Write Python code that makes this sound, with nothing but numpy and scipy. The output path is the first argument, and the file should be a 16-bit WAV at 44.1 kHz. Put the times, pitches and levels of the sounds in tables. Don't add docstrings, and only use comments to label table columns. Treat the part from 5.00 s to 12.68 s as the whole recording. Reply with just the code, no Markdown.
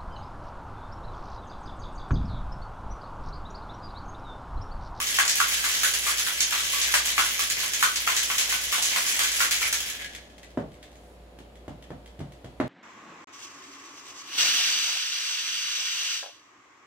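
import sys
import numpy as np
from scipy import signal
from scipy.fft import rfft, irfft
from scipy.io import wavfile

SR = 44100
rng = np.random.default_rng(int(sys.argv[2]) if len(sys.argv) > 2 else 0)


def store_wav(level_fs):
    pcm = np.round(np.clip(np.atleast_2d(level_fs), -1, 1) * 32767)
    wavfile.write(sys.argv[1], SR, pcm.T.astype(np.int16))


N = 338670
TAPS = 4096
HZ = np.fft.rfftfreq(TAPS, 1 / SR)

# (frequency [Hz], level [dB])
FRIDGE_PARTIALS = [(58.3, -53.5), (91.5, -69), (135, -72), (178, -67.5), (505, -66.5), (575, -65.5),
                   (608, -66.5), (715, -68), (6810, -84)]
# (frequency [Hz], gain [dB])
AIR_EQ = [(20, -14), (38, -8), (58, 10), (85, -6.5), (170, -2), (250, 1.5), (420, 0.5), (680, -1),
          (830, -5), (1300, -12), (3300, -17), (5500, -25.5), (10000, -29.5), (15500, -33)]
# (time [s], level [dB])
CHURN_FADER = [(0, -29.5), (.25, -26), (.9, -25.5), (1.35, -28.5), (2.2, -27), (2.8, -30), (3.3, -28),
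               (4, -27), (4.6, -27), (4.9, -30.5), (5.02, -36.5), (5.1, -45), (5.17, -46.5), (5.25, -57.5),
               (5.4, -62)]
# (frequency [Hz], gain [dB])
ICE_EQ = [(60, -38), (150, -22), (400, -16.5), (800, -13), (1250, -7), (1650, -3), (2400, 2), (3200, 0.5),
          (4500, -1), (6500, 1), (9000, -3), (12000, -3.5), (16000, -3.5)]
# (frequency [Hz], width [Hz], boost [dB])
WALL_MODES = [(1678, 148, 6), (2045, 320, 3.5), (2290, 26, 3.5), (3060, 73, 2), (3350, 380, 3),
              (4210, 70, 2.5), (5760, 68, 3), (6260, 290, 2.5), (6630, 110, 5.5), (7000, 71, 4)]
# (time [s], knock level [dB], pitch [Hz], hollow boost [dB], crack level [dB], pile-in time [s])
SLAM_CUES = [(.002, -29.5, 1190, 8, -26, .004), (.187, -16.5, 1600, 14.5, -18.5, .004),
             (.402, -17.5, 1490, 23, -20.5, .002), (.641, -26.5, 1630, 17, -22, .007),
             (.833, -23, 1610, 25, -18, .005), (1.066, -26, 1280, 13, -22, .011),
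             (1.272, -30, 1620, 21, -24, .006), (1.525, -25.5, 1310, 7, -24, .011),
             (1.735, -31, 1090, 13, -24, .007), (1.94, -18, 1680, 12.5, -17.5, .004),
             (2.18, -17, 1450, 8.5, -21, .005), (2.393, -29, 1150, 4, -21, .005),
             (2.633, -32, 1610, 4, -26.5, .005), (2.827, -16, 1446, 21, -18, .003),
             (3.075, -20, 1400, 10.5, -22.5, .005), (3.301, -25, 1200, 0, -29, .005),
             (3.525, -26, 1510, 9, -24.5, .004), (3.726, -25.5, 1350, 11, -20, .009),
             (3.961, -23.5, 1630, 5, -20, .007), (4.192, -26, 1500, 9, -17, .008),
             (4.405, -20, 1530, 15, -21, .005), (4.618, -29, 1370, 9, -24.5, .006)]
# (frequency [Hz], gain [dB])
KNOCK_EQ = [(60, -53), (250, -15.5), (450, -15), (750, -6.5), (1100, 5), (1500, -2.5), (2000, 4), (3000, 2),
            (5000, -25), (16000, -44)]
# (frequency [Hz], width [Hz], boost [dB])
CAVITY_MODES = [(1143.6, 12, 8.4), (1315, 10, 6.6), (1410, 36, 5), (1496, 18, 9.5)]
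# (time [s], level [dB], pile-in time [s], ping boost [dB])
RETURN_CUES = [(0.07, -26, 0.0072, 17), (.279, -17.5, 0.012, 11), (.533, -28, .006, 28),
               (.714, -28, 0.0054, 10), (0.938, -23.5, 0.0037, 5), (1.182, -27, 0.0064, 24),
               (1.405, -17, 0.0064, 26), (1.635, -28, 0.0059, 25), (1.815, -20, 0.016, 18),
               (2.058, -21.5, 0.0086, 3), (2.5, -22, 0.0061, 7), (2.735, -23, 0.0037, 10),
               (2.958, -24, 0.0032, 10), (3.165, -19, 0.0092, 4.5), (3.382, -19.5, 0.0044, 8),
               (3.824, -19, 0.0092, 10), (4.066, -24, .005, 12), (4.317, -26, 0.0041, 15),
               (4.51, -20, 0.0093, 3), (4.727, -20, .003, 3.5)]
# (time [s], level [dB], pitch [Hz], boost [dB])
CLINK_CUES = [(4.625, -26.5, 2300, 20), (4.654, -26, 2250, 14), (5.045, -34.5, 1680, 8),
              (5.15, -38.5, 1720, 2.5), (5.381, -50, 3300, 0), (5.431, -46.5, 2570, -1),
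              (5.742, -56.5, 3300, 1), (5.828, -47.5, 3600, 6), (5.956, -56, 6900, 9),
              (6.555, -56, 3330, 6), (6.825, -50.5, 3120, 8), (7.060, -51, 3300, 8), (7.321, -54, 3300, 1)]
# (frequency [Hz], gain [dB])
CLINK_EQ = [(100, 5), (900, -18), (1800, 10), (3300, 8.5), (5000, 4), (8000, 3.5), (11000, -2), (16000, -4)]
# (time [s], level [dB], low-pass [Hz], pitch [Hz], boost [dB], clink level [dB], clink low-pass [Hz])
THUMP_CUES = [(5.574, -23, 1100, 412, 9.5, -51, 6000), (5.684, -49, 300, 130, 1, -65, 5040),
              (6.388, -45.5, 1200, 330, 7, -52, 15000), (6.680, -34, 870, 250, 5, -51.5, 9000),
              (6.905, -34.5, 1000, 270, 5, -54, 6000), (7.192, -35.5, 250, 160, 5, -51.5, 11000),
              (7.204, -33.5, 900, 150, 5.5, -54, 8000), (7.445, -38, 744, 150, 3, -50.5, 9000),
              (7.601, -20.5, 2110, 350, 5, -41, 4500)]
# (frequency [Hz], gain [dB])
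COUNTER_EQ = [(30, -37), (70, -3), (125, -2.5), (180, -6.5), (250, 3.5), (400, -7), (620, -5), (1000, -9.5),
              (1900, -10.5), (3000, -26), (5000, -36), (16000, -25)]
# (frequency [Hz], width [Hz], boost [dB])
COUNTER_MODES = [(139, 44, 7.1), (480, 57, 2), (610, 51, 6.3)]
# (frequency [Hz], gain [dB])
RUB_EQ = [(300, -20), (1800, 0), (2600, -10), (4500, -6), (7000, -2), (11000, -6), (16000, -12)]
# (delay [s], level [dB])
EARLY_ECHOES = [(.0023, -3.5), (0.0134, -5)]
# (frequency [Hz], t60 [s])
REVERB_T60 = [(100, 0.53), (260, 0.11), (700, 0.3), (1800, 0.21), (5000, 0.26), (15000, 0.041)]
# (frequency [Hz], correlation [-1 to 1])
STEREO_LIKENESS = [(100, 0.87), (350, 0.95), (600, 0.37), (1000, 0.17), (1600, -0.026), (3000, -0.059),
                   (16000, 0.083)]
# (frequency [Hz], left gain [dB], right gain [dB])
PORT_EQ = [(1570, -0.5, 0), (3200, 1, -1.5), (4350, 1.5, 1), (6730, -3, 0.5), (7870, 4, -3),
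           (9200, -8, 0.5), (9000, -9, 5.5), (12100, -4.5, 3), (13600, -3.5, -2.5), (15700, -8, -1.5)]

SHAKE_LAG, COUNTER_LAG = 6, 3


def gain_of(db):
    return 10 ** (np.asarray(db) / 20)


def unit_rms(x):
    return x / np.sqrt(np.mean(x ** 2) + 1e-20)


def curve(points, hz=HZ):
    f, value = np.transpose(points)
    return np.interp(np.log(hz + 1), np.log(f + 1), value)


def add(mix, s, sound):
    part = mix[:, max(round(s * SR), 0):][:, :sound.shape[1]]
    part += sound[:, :part.shape[1]]


def peaks(modes):
    bells = ((gain_of(abs(db)) ** 2 - 1) / (1 + (2 * (HZ - hz) / width) ** 2) for hz, width, db in modes)
    return 10 * np.log10(1 + sum(bells))


def low_pass(corner_hz, steepness=3):
    return -10 * np.log10(1 + (HZ / corner_hz) ** steepness)


def ring(eq_db):
    log_gain = np.log(gain_of(np.r_[eq_db, eq_db[-2:0:-1]]) + 1e-6)
    taps = np.fft.ifft(np.exp(np.conj(signal.hilbert(log_gain)))).real
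    return taps / np.linalg.norm(taps)


def diffuse(size, eq=((1, 0), (2, 0))):
    hz = np.fft.rfftfreq(size, 1 / SR)
    likeness = np.clip(curve(STEREO_LIKENESS, hz), -1, 1)
    noise = rfft(rng.standard_normal((2, size)))
    mid, side = noise * np.sqrt([1 + likeness, 1 - likeness]) * gain_of(curve(eq, hz))
    return unit_rms(irfft([mid + side, mid - side], size))


def kitchen(x, wet_db, lag=SHAKE_LAG, hold_s=0.031, size=11025):
    hz, t, bands = signal.stft(diffuse(size), SR, nperseg=256)
    fading_s = np.hypot(t, hold_s) - hold_s
    decay = gain_of(-60 * fading_s / curve(REVERB_T60, hz)[:, None])
    tail = signal.istft(bands * decay, SR, nperseg=256)[1]
    tail *= 1 - np.exp(-np.arange(tail.shape[1]) / SR / 0.0016)
    paths = gain_of(wet_db) * tail / np.linalg.norm(tail[0])
    paths[[0, 1], [lag, 0]] += 1
    for delay, db in EARLY_ECHOES:
        at = int(delay * SR * rng.uniform(.75, 1.25))
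        paths[[0, 1], at + rng.integers(0, 12, 2)] += gain_of(db)
    return signal.oaconvolve(x[None], paths / np.linalg.norm(paths[0]), axes=1)


def room_hit(x, db, wet_db, lag=SHAKE_LAG):
    heard = kitchen(x, wet_db, lag)
    return gain_of(db) * heard * np.sqrt(2 * SR / 50 / np.sum(heard ** 2))


def fridge_and_air(air_db=-52.5, waver=0.23, drift_s=0.00059):
    t = np.arange(N) / SR
    knots = np.linspace(0, t[-1], 24)
    hum = np.zeros(N)
    for hz, db in FRIDGE_PARTIALS:
        swell, drift = (np.interp(t, knots, rng.standard_normal(len(knots))) for _ in range(2))
        tone = np.sqrt(2) * np.sin(2 * np.pi * hz * (t + drift_s * drift))
        hum += gain_of(db) * (1 + waver * swell) * tone
    return hum + gain_of(air_db) * diffuse(N, AIR_EQ)


def bending(x, spread_s=0.001185):
    delay = spread_s * (1 - np.sqrt(HZ / HZ[-1])) * rng.uniform(0.603, 1.38)
    return irfft(rfft(x) * np.exp(-2j * np.pi * np.cumsum(delay) * HZ[1]))


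def cube(db_per_octave=0, uneven_db=1.5, ping_db=0):
    spot = np.interp(HZ, np.linspace(0, SR / 2, 30), rng.standard_normal(30))
    tilt = db_per_octave * np.log2(np.maximum(HZ, 1000) / 4000)
    ping = peaks([(6160, 3600, ping_db)])
    return bending(ring(curve(ICE_EQ) + peaks(WALL_MODES) + ping + uneven_db * spot + tilt))


def effort(t):
    return np.interp(t, *np.transpose(CHURN_FADER), right=-100)


def flight(t, hits, length_s=0.045):
    wait_s = np.r_[hits, np.inf][np.searchsorted(hits, t)] - t
    return np.exp(-(wait_s / length_s) ** 2)


def surge(t, swell_db=0.16, push_db=0.5, duck_db=1.5):
    slam_s, return_s = np.array(SLAM_CUES)[:, 0], np.array(RETURN_CUES)[:, 0]
    strokes = np.interp(t, slam_s, np.arange(len(slam_s)))
    swell = swell_db * np.cos(2 * np.pi * 2 * (strokes - 0.079)) * (t < slam_s[-1])
    return swell + push_db * flight(t, slam_s) - duck_db * flight(t, return_s)


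def churn(hits_per_s=360, spread_db=4.0, layers=10):
    t = np.arange(N) / SR
    rattle = np.zeros((2, N))
    for db_per_octave in np.linspace(-2.05, 2.05, layers):
        hit = rng.random(N) < hits_per_s / layers / SR
        force = rng.laplace(size=N)
        clicks = hit * np.sign(force) * gain_of(spread_db * np.minimum(abs(force), 3.5))
        strike = kitchen(cube(db_per_octave, uneven_db=3.5), wet_db=5)
        rattle += signal.oaconvolve(clicks[None], strike, axes=1)[:, :N]
    wall_eq = 0.3 * peaks(WALL_MODES) + peaks([(1720, 86, 4.6), (3430, 250, 2.8)])
    mellow = ring(wall_eq + low_pass(3000, steepness=2))
    rolling = signal.oaconvolve(rattle, mellow[None], axes=1)[:, :N]
    softness = np.clip((-29.5 - effort(t)) / 11, 0, 1)
    blend = (1 - softness) * rattle / rattle.std() + softness * rolling / rolling.std()
    return gain_of(effort(t) + surge(t)) * blend


def contacts(pile_s, trailing_db, count=24):
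    delay = rng.gamma(2, pile_s, count)
    force = rng.standard_normal(count)
    train = np.zeros(TAPS)
    np.add.at(train, (delay * SR).astype(int) % TAPS, gain_of(trailing_db) * force / np.linalg.norm(force))
    train[0] += 1
    return train


def pile(pile_s, usual_s=0.0049):
    return contacts(pile_s, trailing_db=-3.5 + 10 * np.log10(pile_s / usual_s))


def slams(width_hz=167, crack_stretch=1.6):
    out = np.zeros((2, N))
    for s, db, hz, hollow_db, crack_db, pile_s in SLAM_CUES:
        body = ring(curve(KNOCK_EQ) + peaks(CAVITY_MODES) + peaks([(hz, width_hz, hollow_db)]))
        knock = signal.fftconvolve(pile(pile_s), body)
        add(out, s, room_hit(knock, db, wet_db=2.5))
        crack = signal.fftconvolve(pile(crack_stretch * pile_s), cube())
        add(out, s, room_hit(crack, crack_db, wet_db=7))
    return out


def scattered(start_s, end_s, per_s):
    slots = np.arange(start_s, end_s, 1 / per_s)
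    return slots + rng.random(200)[:len(slots)] / per_s


def stray_cubes(trim_db=-2.5, scatter_db=3.5):
    out = np.zeros((2, N))
    for s in scattered(0, RETURN_CUES[-1][0], per_s=14):
        strike = cube(db_per_octave=-3.0 * rng.random(), uneven_db=6.0, ping_db=3.5 * rng.random())
        db = effort(s) + surge(s) + trim_db + scatter_db * rng.uniform(-0.78, 1)
        add(out, s, room_hit(strike, db, wet_db=7))
    return out


def returns():
    out = np.zeros((2, N))
    for s, db, pile_s, ping_db in RETURN_CUES:
        clatter = signal.fftconvolve(pile(pile_s), cube(db_per_octave=-0.45, ping_db=ping_db))
        add(out, s, room_hit(clatter, db, wet_db=4.5))
    return out


def clink(db, hz, boost_db, corner_hz=12000, q=13, tail_db=-8.5, tail_t60_s=0.47, size=16384):
    eq = curve(CLINK_EQ) + peaks(WALL_MODES) + peaks([(hz, hz / q, boost_db)]) + low_pass(corner_hz)
    steel = bending(ring(eq))
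    tail = rng.standard_normal(size) * gain_of(-60 * np.arange(size) / SR / tail_t60_s)
    drive = gain_of(tail_db) * tail / np.linalg.norm(tail)
    drive[:TAPS] += contacts(pile_s=.002, trailing_db=-6.0)
    return room_hit(signal.fftconvolve(drive, steel), db, wet_db=1.5, lag=COUNTER_LAG)


def small_clinks():
    out = np.zeros((2, N))
    for s, db, hz, boost_db in CLINK_CUES:
        add(out, s, clink(db, hz, boost_db))
    for s in scattered(5.25, 5.9, per_s=9.8):
        add(out, s, clink(db=-57 + rng.uniform(-1.7, 2), hz=2000 * 2 ** rng.uniform(-.5, .5), boost_db=4))
    return out


def counter_thumps(width_hz=150):
    out = np.zeros((2, N))
    for s, db, corner_hz, hz, boost_db, clink_db, clink_corner_hz in THUMP_CUES:
        pitch = peaks([(hz, width_hz, boost_db)])
        body = ring(curve(COUNTER_EQ) + peaks(COUNTER_MODES) + pitch + low_pass(corner_hz))
        add(out, s, room_hit(body, db, wet_db=2.0, lag=COUNTER_LAG))
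        add(out, s, clink(clink_db, hz=3020, boost_db=5, corner_hz=clink_corner_hz))
    return out


def top_rub(peak_s=6.06, spread_s=.1, db=-65.5):
    t = np.arange(N) / SR
    swell = np.exp(-((t - peak_s) / spread_s) ** 2 / 2)
    return gain_of(db) * swell * diffuse(N, RUB_EQ)


def scene():
    bed = fridge_and_air()
    shaking = churn() + slams() + returns()
    handling = counter_thumps() + top_rub()
    return bed + shaking + handling + small_clinks() + stray_cubes()


def record(dry, cutoff_hz=15850):
    ports, hz = np.array(PORT_EQ), np.fft.rfftfreq(N, 1 / SR)
    left_db, right_db = curve(ports[:, [0, 1]], hz), curve(ports[:, [0, 2]], hz)
    coloured = irfft(rfft(dry) * gain_of([left_db, right_db]), N)
    high_cut = signal.firwin(511, cutoff_hz, window=("kaiser", 9), fs=SR)
    return signal.oaconvolve(coloured, high_cut[None], "same")


dry = scene()
out = record(dry)
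store_wav(out)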